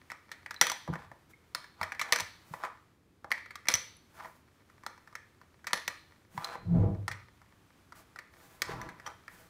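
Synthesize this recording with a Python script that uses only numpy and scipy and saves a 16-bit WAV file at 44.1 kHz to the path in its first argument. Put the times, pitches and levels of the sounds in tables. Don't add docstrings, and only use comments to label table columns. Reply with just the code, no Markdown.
import sys
import numpy as np
from scipy import signal
from scipy.fft import rfft, irfft, next_fast_len
from scipy.io import wavfile
from scipy.ndimage import uniform_filter1d

SR = 44100
rng = np.random.default_rng(int(sys.argv[2]) if len(sys.argv) > 2 else 0)


def master(y):
    cut = np.clip(np.atleast_2d(y).T, -1, 1)
    pcm = np.round(cut * 32767)
    wavfile.write(sys.argv[1], SR, pcm.astype(np.int16))


N = 418509
TIME = np.arange(N) / SR

# f/Hz, level/dB
RUMBLE_SPECTRUM = [(25, -25.5), (85, 0), (150, -7), (350, -9.5), (700, -25.5), (3000, -51)]
HISS_SPECTRUM = [(500, -2.5), (1200, 0.5), (2200, -4), (4100, -10), (15000, -19)]
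# t/s, level/dB
HISS_LEVELS = [(0, -67), (1.45, -69.5), (2.5, -65.5), (3.05, -75), (4.0, -69.5), (5.5, -69.5), (7.5, -68.5),
               (9.49, -66.5)]
# f/Hz, level/dB, t60/s
PLASTIC_MODES = [(534, -3.5, 0.029), (940, -6.5, 0.023), (1205, -8.5, .035), (1400, -10, 0.023),
                 (1792, -7, 0.03), (1965, -10, 0.034), (2243, -6, 0.019), (3330, -12, 0.012),
                 (4270, -3, 0.011), (4780, -5, 0.0099), (5340, 0.5, .01), (5945, -4.5, 0.019),
                 (7270, -12.5, 0.0065), (9230, -7.5, 0.016), (10900, 1, 0.0091)]
# t/s, clack/dB, clack/Hz, tick/dB re clack, tick/Hz, chatter t60/s
BRICK_TAPS = [(0.101, -40.5, 2000, -11.5, 4260, 0.11), (0.117, -39, 1370, -9, 5350, 0.013),
              (0.3155, -39.5, 1890, -6, 4230, 0.061), (0.4607, -40, 1890, -13, 5040, 0.022),
              (0.5081, -37, 1800, -7.5, 3990, 0.033), (0.5426, -45.5, 1640, -5.5, 5030, 0.012),
              (1.5483, -33.5, 1365, 1, 4380, 0.018), (1.813, -30.5, 1160, -14, 4250, 0.026),
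              (1.83, -31.5, 1910, -7.5, 5290, 0.033), (1.92, -34, 1820, -14, 4240, 0.046),
              (1.9942, -31.5, 2110, -7.5, 5460, 0.076), (2.0135, -28.5, 1950, -5, 6010, 0.055),
              (3.244, -43, 870, -18, 5340, 0.011), (3.3054, -42.5, 1134, -11, 4730, 0.043),
              (3.3161, -24.5, 2040, -10, 4710, 0.0092), (3.3222, -34.5, 2130, -7, 4870, 0.014),
              (3.5068, -44.5, 2060, -10.5, 4540, 0.045), (3.555, -41, 1880, -5.5, 5170, 0.028),
              (3.67, -41.5, 1900, -12.5, 5010, 0.049), (4.864, -35.5, 1277, -6.5, 5940, 0.019),
              (5.1527, -38, 1850, -8.5, 5450, 0.031), (5.669, -34, 1850, -4.5, 5860, 0.063),
              (6.445, -42.5, 1260, 3, 4090, 0.015), (7.0797, -31, 1340, -7.5, 5790, 0.033),
              (7.1138, -36, 1940, -8.5, 4230, 0.083), (8.188, -41, 1820, -10, 4620, 0.035),
              (8.6188, -29, 1560, 0.5, 5010, 0.022), (8.8147, -42, 1890, -6.5, 6010, 0.013),
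              (8.889, -43.5, 1770, -11, 3700, 0.085), (9.0637, -38.5, 1260, -10, 5870, 0.069),
              (9.28, -42.5, 1810, -14, 5090, 0.011)]
# t/s, clack/dB, clack/Hz, tick/dB re clack
BRICK_LANDINGS = [(0.6124, -18.5, 2010, 2.5), (.624, -29.5, 1500, -1.5), (.636, -40, 1920, 1),
                  (0.6677, -33, 1550, 0), (0.698, -32, 1760, -1.5), (0.7167, -35.5, 860, 0.5),
                  (2.1232, -21, 1930, -0.5), (2.132, -29, 2250, -0.5), (2.1595, -30.5, 1565, -1.5),
                  (2.1865, -35.5, 1770, -5), (2.199, -33, 1920, -5), (2.2041, -40.5, 1060, 6.5),
                  (3.6848, -24.5, 2250, 2.5), (3.694, -34.5, 1490, -5.5), (3.7183, -37.5, 1914, 0),
                  (3.7387, -32, 1840, 5), (3.752, -36, 1960, 5), (5.7318, -24, 1780, -2.5),
                  (5.7399, -39, 1880, -3), (5.8778, -30, 1770, -2)]
# t/s, clack/dB, knock/dB re clack
BRICK_PICKUPS = [(0.8757, -42.5, 1.5), (0.889, -54, 10), (0.9288, -45.5, -8), (0.9365, -36.5, -23),
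                 (0.9549, -40, -4), (1.115, -48, -3), (2.5374, -36.5, -10), (2.6361, -32.5, -14),
                 (2.6497, -33.5, -21.5), (4.199, -46, -16), (4.205, -46, -15), (4.246, -45.5, -10),
                 (4.2557, -43.5, -9.5), (6.3767, -32.5, -15.5), (6.553, -41, -2)]
# t/s, clack/dB, clack/Hz
BRICK_FIDDLES = [(1.642, -47.5, 1600), (1.9481, -45, 1890), (3.3783, -46, 2160), (3.459, -49, 1970),
                 (3.655, -47.5, 1930), (4.699, -58.5, 1347), (4.835, -50.5, 1160), (4.9766, -54.5, 1070),
                 (5.0742, -52, 1410), (5.1265, -55, 1224), (5.4139, -54, 1236), (5.643, -49, 1572),
                 (5.708, -45, 1910), (7.416, -57, 1130), (7.922, -47, 1290), (8.1596, -45, 1350),
                 (8.998, -48, 1710), (9.075, -41.5, 1150)]
# f/Hz, level/dB, t60/s
ROOM_BANDS = [(97, -11.5, 0.96), (248, -3.5, 0.24), (576, -3, 0.27), (1100, -8, 0.42), (2083, -6.5, 0.43),
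              (3820, -9.5, 0.59), (5800, -12.5, .42), (8000, -11.5, 0.39), (13500, -15.5, .5)]
# t/s, f/Hz, level/dB, t60/s
PLASTIC_PINGS = [(.5635, 4030, -34, 0.02), (.6135, 5980, -18, .018), (.699, 6070, -23, 0.024),
                 (1.335, 2150, -47, 0.041), (2.124, 6180, -22.5, 0.034), (3.3172, 1970, -25.5, 0.015),
                 (3.322, 2290, -52.5, 1), (3.7398, 5996, -8.5, 0.019), (3.967, 10900, -47, 0.013),
                 (6.4445, 4090, -26.5, 0.034), (9.062, 3154, -39.5, 0.036), (9.064, 5830, -36, 0.028)]
# t/s, level/dB before trim, t60/s
CHUTE_TUMBLES = [(.626, -39.5, 0.14), (2.134, -38.5, 0.14), (3.688, -35, 0.31), (5.741, -37.5, .25)]
# t/s, f/Hz, level/dB before band-pass, t60/s
TABLE_BUMPS = [(.8877, 191.5, -25, 0.027), (.9, 137.6, -11.5, 0.011), (.922, 168, -29.5, 0.052),
               (1.812, 90, -39, 0.24), (2.22, 95, -38.5, 0.086), (2.51, 127, -36.5, 0.047),
               (3.74, 90.1, -34, 0.088), (6.347, 195, -44, 0.1), (6.379, 123.3, -31.5, 0.048),
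               (8.692, 416, -32, 0.08), (8.712, 149, -39, 0.04)]
# t/s at full level, hold/s, level/dB
BRICK_SLIDES = [(0.926, 0.025, -55), (0.992, 0.053, -55.5), (1.83, 0.0085, -44), (2.045, 0.16, -49.5),
                (2.644, 0.0066, -41), (4.18, 0.082, -53.5), (6.416, 0.13, -46), (8.7, 0.019, -41),
                (9.062, 0.043, -52)]
# t/s, length/s, level/dB
ARM_BRUSHES = [(1.29, 0.037, -59), (2.444, 0.2, -58.5), (4.07, 0.36, -63.5), (6.295, 0.21, -57),
               (7.941, 0.1, -58), (8.299, 0.37, -61), (9.272, 0.22, -60)]
# f/Hz, level/dB
SLIDE_SPECTRUM = [(150, -25), (450, -11), (1050, -1), (1500, -3.5), (2200, -13.5), (3000, -17.5),
                  (15000, -37.5)]
BRUSH_SPECTRUM = [(200, 2.5), (1500, 2), (3500, -7), (11000, -8.5), (15000, -8.5)]
RASP_SPECTRUM = [(100, -27), (250, -6), (550, -4), (720, -7.5), (1000, 4), (1500, -6.5),
                 (2200, -13.5), (3200, -20), (12000, -37)]
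# f/Hz, width/Hz, level/dB
TABLETOP_MODES = [(102, 27, 9.5), (123.75, 1.6, 8.5), (169.7, 11, -9), (207.5, 46, 1.5), (278, 39, -11.5),
                  (409, 38, -11), (513, 30, -22)]
# t/s at full level, hold/s, level/dB, rasp/dB re level
TABLE_SHUDDERS = [(6.758, 0.074, -28.5, -26.5), (8.694, 0.16, -49.5, 0)]
# t/s at crest, f/Hz, level/dB, half length/s
TABLE_BOOMS = [(6.69, 98, -29, 0.026), (6.735, 171.6, -27, 0.046), (6.767, 240, -28, 0.031),
               (6.79, 126.2, -28.5, 0.041), (6.819, 101, -20.5, 0.062), (6.895, 194.6, -37, 0.036),
               (6.942, 103, -31, 0.028), (8.76, 122.1, -43.5, .08)]
# f/Hz, Q, gain/dB
TREBLE_DIPS = [(2800, 12, -2.5)]


def undb(db):
    return 10 ** (np.asarray(db) / 20)


def unit(x):
    return x / np.sqrt(np.mean(x ** 2) + 1e-20)


def fade(t, t60_s):
    return np.exp(-np.log(1000) * t / max(t60_s, 1e-3))


def add(out, s, x):
    i = max(int(s * SR), 0)
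    out[i:i + len(x)] += x[:max(N - i, 0)]


def band(x, lo_hz, hi_hz, order=3):
    return signal.sosfilt(signal.butter(order, [lo_hz, hi_hz], "band", fs=SR, output="sos"), x)


def peak(x, hz, q, db):
    return x + (undb(db) - 1) * signal.lfilter(*signal.iirpeak(hz, q, SR), x)


def colour(x, spectrum):
    hz, db = np.transpose(spectrum)
    size = next_fast_len(N)
    bins_hz = np.maximum(np.fft.rfftfreq(size, 1 / SR), 1)
    gain = undb(np.interp(np.log(bins_hz), np.log(hz), db))
    return unit(irfft(rfft(x, size) * gain, size)[:N])


def drift(rate_hz):
    knots = rng.standard_normal(int(N / SR * rate_hz) + 2)
    return np.interp(TIME * rate_hz, np.arange(len(knots)), knots)


def swell(s, hold_s, db, rise_db_per_s, fall_db_per_s):
    before_s, after_s = np.maximum(s - TIME, 0), np.maximum(TIME - s - hold_s, 0)
    return undb(db - rise_db_per_s * before_s - fall_db_per_s * after_s)


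def grains(per_s, spread_db):
    blows = (rng.random(N) < per_s / SR) * rng.choice([-1, 1], N)
    return unit(blows * undb(spread_db * np.clip(rng.standard_normal(N), -2, 2)))


def damped_notes(rows, rise_s):
    out, t = np.zeros(N), np.arange(SR // 2) / SR
    for s, hz, db, t60_s in rows:
        add(out, s, undb(db) * np.sin(2 * np.pi * hz * t) * fade(t, t60_s) * (1 - np.exp(-t / rise_s)))
    return out


def rattle(blows):
    t = np.arange(SR // 20) / SR
    ring = sum((-1) ** k * undb(db) * np.sin(2 * np.pi * hz * t) * fade(t, t60_s)
               for k, (hz, db, t60_s) in enumerate(PLASTIC_MODES))
    return unit(signal.fftconvolve(blows, ring)[:N])


def background(rumble_db=-66, waver_db=1, fidget_db=-2):
    hiss = colour(rng.standard_normal(N), HISS_SPECTRUM) * undb(waver_db * drift(14))
    fidget = undb(fidget_db) * band(rattle(grains(per_s=14, spread_db=5)), 700, 3000, order=2)
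    rumble = undb(rumble_db) * colour(rng.standard_normal(N), RUMBLE_SPECTRUM)
    return rumble + (hiss + fidget) * undb(np.interp(TIME, *np.transpose(HISS_LEVELS)))


def click(clack_db, clack_hz, knock_db, tick_db, tick_hz=4930, gap_db=-6, chatter_t60_s=0.03,
          detune=0.021, scatter_db=4.5, ring_db=-1.5, note_db=6.5, rise_s=0.00044):
    t = np.arange(SR // 10) / SR
    attack = SR // 125
    onset = 1 - np.exp(-t / rise_s)
    hz, db, t60_s = np.transpose(PLASTIC_MODES)[:, :, None]
    shift, share, polarity = rng.standard_normal((3, len(hz), 1))
    envelopes = np.sign(polarity) * undb(db + scatter_db * share) * np.exp(-np.log(1000) * t / t60_s)
    ring = (envelopes * np.sin(2 * np.pi * hz * (1 + detune * shift) * t)).sum(0)
    chatter = rng.standard_normal(len(t)) * fade(t, chatter_t60_s)
    blow = (undb(ring_db) * ring / ring[:attack].std() + chatter / chatter[:attack].std()) * onset
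    note = np.sin(2 * np.pi * clack_hz * t) * fade(t, t60_s=0.0082) * onset
    blow = peak(blow, clack_hz, q=1.6, db=19) + undb(note_db) * note / note[:attack].std()
    blow = peak(blow, tick_hz, q=14, db=5.5)
    blow = peak(blow, hz=2880, q=2.7, db=gap_db)
    edges_hz = (70, 300, 800, 2900, 8000, 15500)
    thud, knock, clack, tick, edge = (band(blow, lo, hi) for lo, hi in zip(edges_hz, edges_hz[1:]))
    edge *= fade(t, t60_s=0.11)
    parts = [(thud, knock_db - 10), (knock, knock_db), (clack, 0), (tick, tick_db), (edge, tick_db - 9.5)]
    return np.sqrt(attack) * sum(undb(clack_db + re_db) * x / np.linalg.norm(x) for x, re_db in parts)


def contacts(knock_db_per_octave=-12.5, chatter_halving_db=23):
    out = np.zeros(N)
    for s, db, hz, tick_db, tick_hz, t60_s in BRICK_TAPS:
        knock_db = -17 + knock_db_per_octave * np.log2(hz / 1800)
        add(out, s, click(db, hz, knock_db, tick_db, tick_hz, chatter_t60_s=t60_s))
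    for s, db, hz, tick_db in BRICK_LANDINGS:
        t60_s = 0.022 * 2 ** (-(db + 34.5) / chatter_halving_db)
        add(out, s, click(db, hz, knock_db=-12, tick_db=tick_db, tick_hz=5900, gap_db=-3.5,
                          chatter_t60_s=t60_s))
    for s, db, knock_db in BRICK_PICKUPS:
        add(out, s, click(db, clack_hz=969, knock_db=knock_db, tick_db=-19))
    for s, db, hz in BRICK_FIDDLES:
        add(out, s, click(db, hz, knock_db=-13, tick_db=-12.5))
    return out


def room(x, build_s=0.001, echo_s=0.006, echo_db=-15.5):
    t = np.arange(int(0.8 * SR)) / SR
    hz = np.array(ROOM_BANDS)[:, 0]
    edges_hz = [40, *np.sqrt(hz[1:] * hz[:-1]), 17000]
    response = np.zeros(len(t))
    for (_, db, t60_s), lo, hi in zip(ROOM_BANDS, edges_hz, edges_hz[1:]):
        shape = fade(t, t60_s) * (1 - np.exp(-t / build_s))
        response += undb(db) * band(rng.standard_normal(len(t)), lo, hi) * shape / np.linalg.norm(shape)
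    response[int(echo_s * SR)] += undb(echo_db)
    return signal.fftconvolve(x, response)[:N]


def pings():
    return damped_notes(PLASTIC_PINGS, rise_s=0.0005)


def tumbles(trim_db=-5):
    gain = np.zeros(N)
    for s, db, t60_s in CHUTE_TUMBLES:
        add(gain, s, undb(db + trim_db) * fade(TIME[:SR // 4], t60_s))
    bounces = grains(per_s=190, spread_db=5)
    return gain * (rattle(bounces) + unit(band(bounces, 1200, 4400, order=2)))


def bumps():
    return band(damped_notes(TABLE_BUMPS, rise_s=0.00089), 64, 2504, order=2)


def slides(smooth_db=-8):
    friction = grains(per_s=1100, spread_db=3.5) + undb(smooth_db) * rng.standard_normal(N)
    gain = sum(swell(s, hold_s, db, rise_db_per_s=399, fall_db_per_s=445)
               for s, hold_s, db in BRICK_SLIDES)
    return gain * colour(friction, SLIDE_SPECTRUM)


def brushes(flicker_db=2):
    gain = np.zeros(N)
    for s, length_s, db in ARM_BRUSHES:
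        add(gain, s, undb(db) * np.sqrt(np.hanning(int(length_s * SR))))
    return gain * undb(flicker_db * drift(47)) * colour(rng.standard_normal(N), BRUSH_SPECTRUM)


def shudders(steady_s=0.039, rumble_db=-6):
    slips = rng.standard_normal(N)
    swing = sum(undb(db) * unit(signal.lfilter(*signal.iirpeak(hz, hz / width_hz, SR), slips))
                for hz, width_hz, db in TABLETOP_MODES)
    swing /= np.sqrt(uniform_filter1d(swing ** 2, int(steady_s * SR)) + 1e-9)
    rumble = undb(rumble_db) * unit(band(rng.standard_normal(N), 29, 120, order=2))
    judder = unit(band(swing, 38, 850)) + rumble
    rasp = colour(rng.standard_normal(N), RASP_SPECTRUM)
    out = np.zeros(N)
    for s, hold_s, db, rasp_db in TABLE_SHUDDERS:
        gain = swell(s, hold_s, db, rise_db_per_s=207, fall_db_per_s=128)
        out += gain * (judder + undb(rasp_db) * rasp)
    return out


def booms():
    return sum(undb(db) * np.exp(-((TIME - s) / half_s) ** 2) * np.sin(2 * np.pi * hz * (TIME - s))
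               for s, hz, db, half_s in TABLE_BOOMS)


def scene(directions=3):
    handling = pings() + tumbles() + slides() + brushes()
    table = bumps() + shudders() + booms()
    sides = [contacts() + handling + table for _ in range(directions)]
    reflected = sum(room(side) for side in sides) / np.sqrt(directions)
    return (sides[0] + reflected + background())[None]


def record(dry, peak_limit=0.63, top_hz=15500):
    heard = dry
    for hz, q, db in TREBLE_DIPS:
        heard = peak(heard, hz, q, db)
    heard = peak_limit * np.tanh(heard / peak_limit)
    return signal.sosfilt(signal.ellip(8, 0.2, 70, top_hz, fs=SR, output="sos"), heard)


dry = scene()
out = record(dry)
master(out)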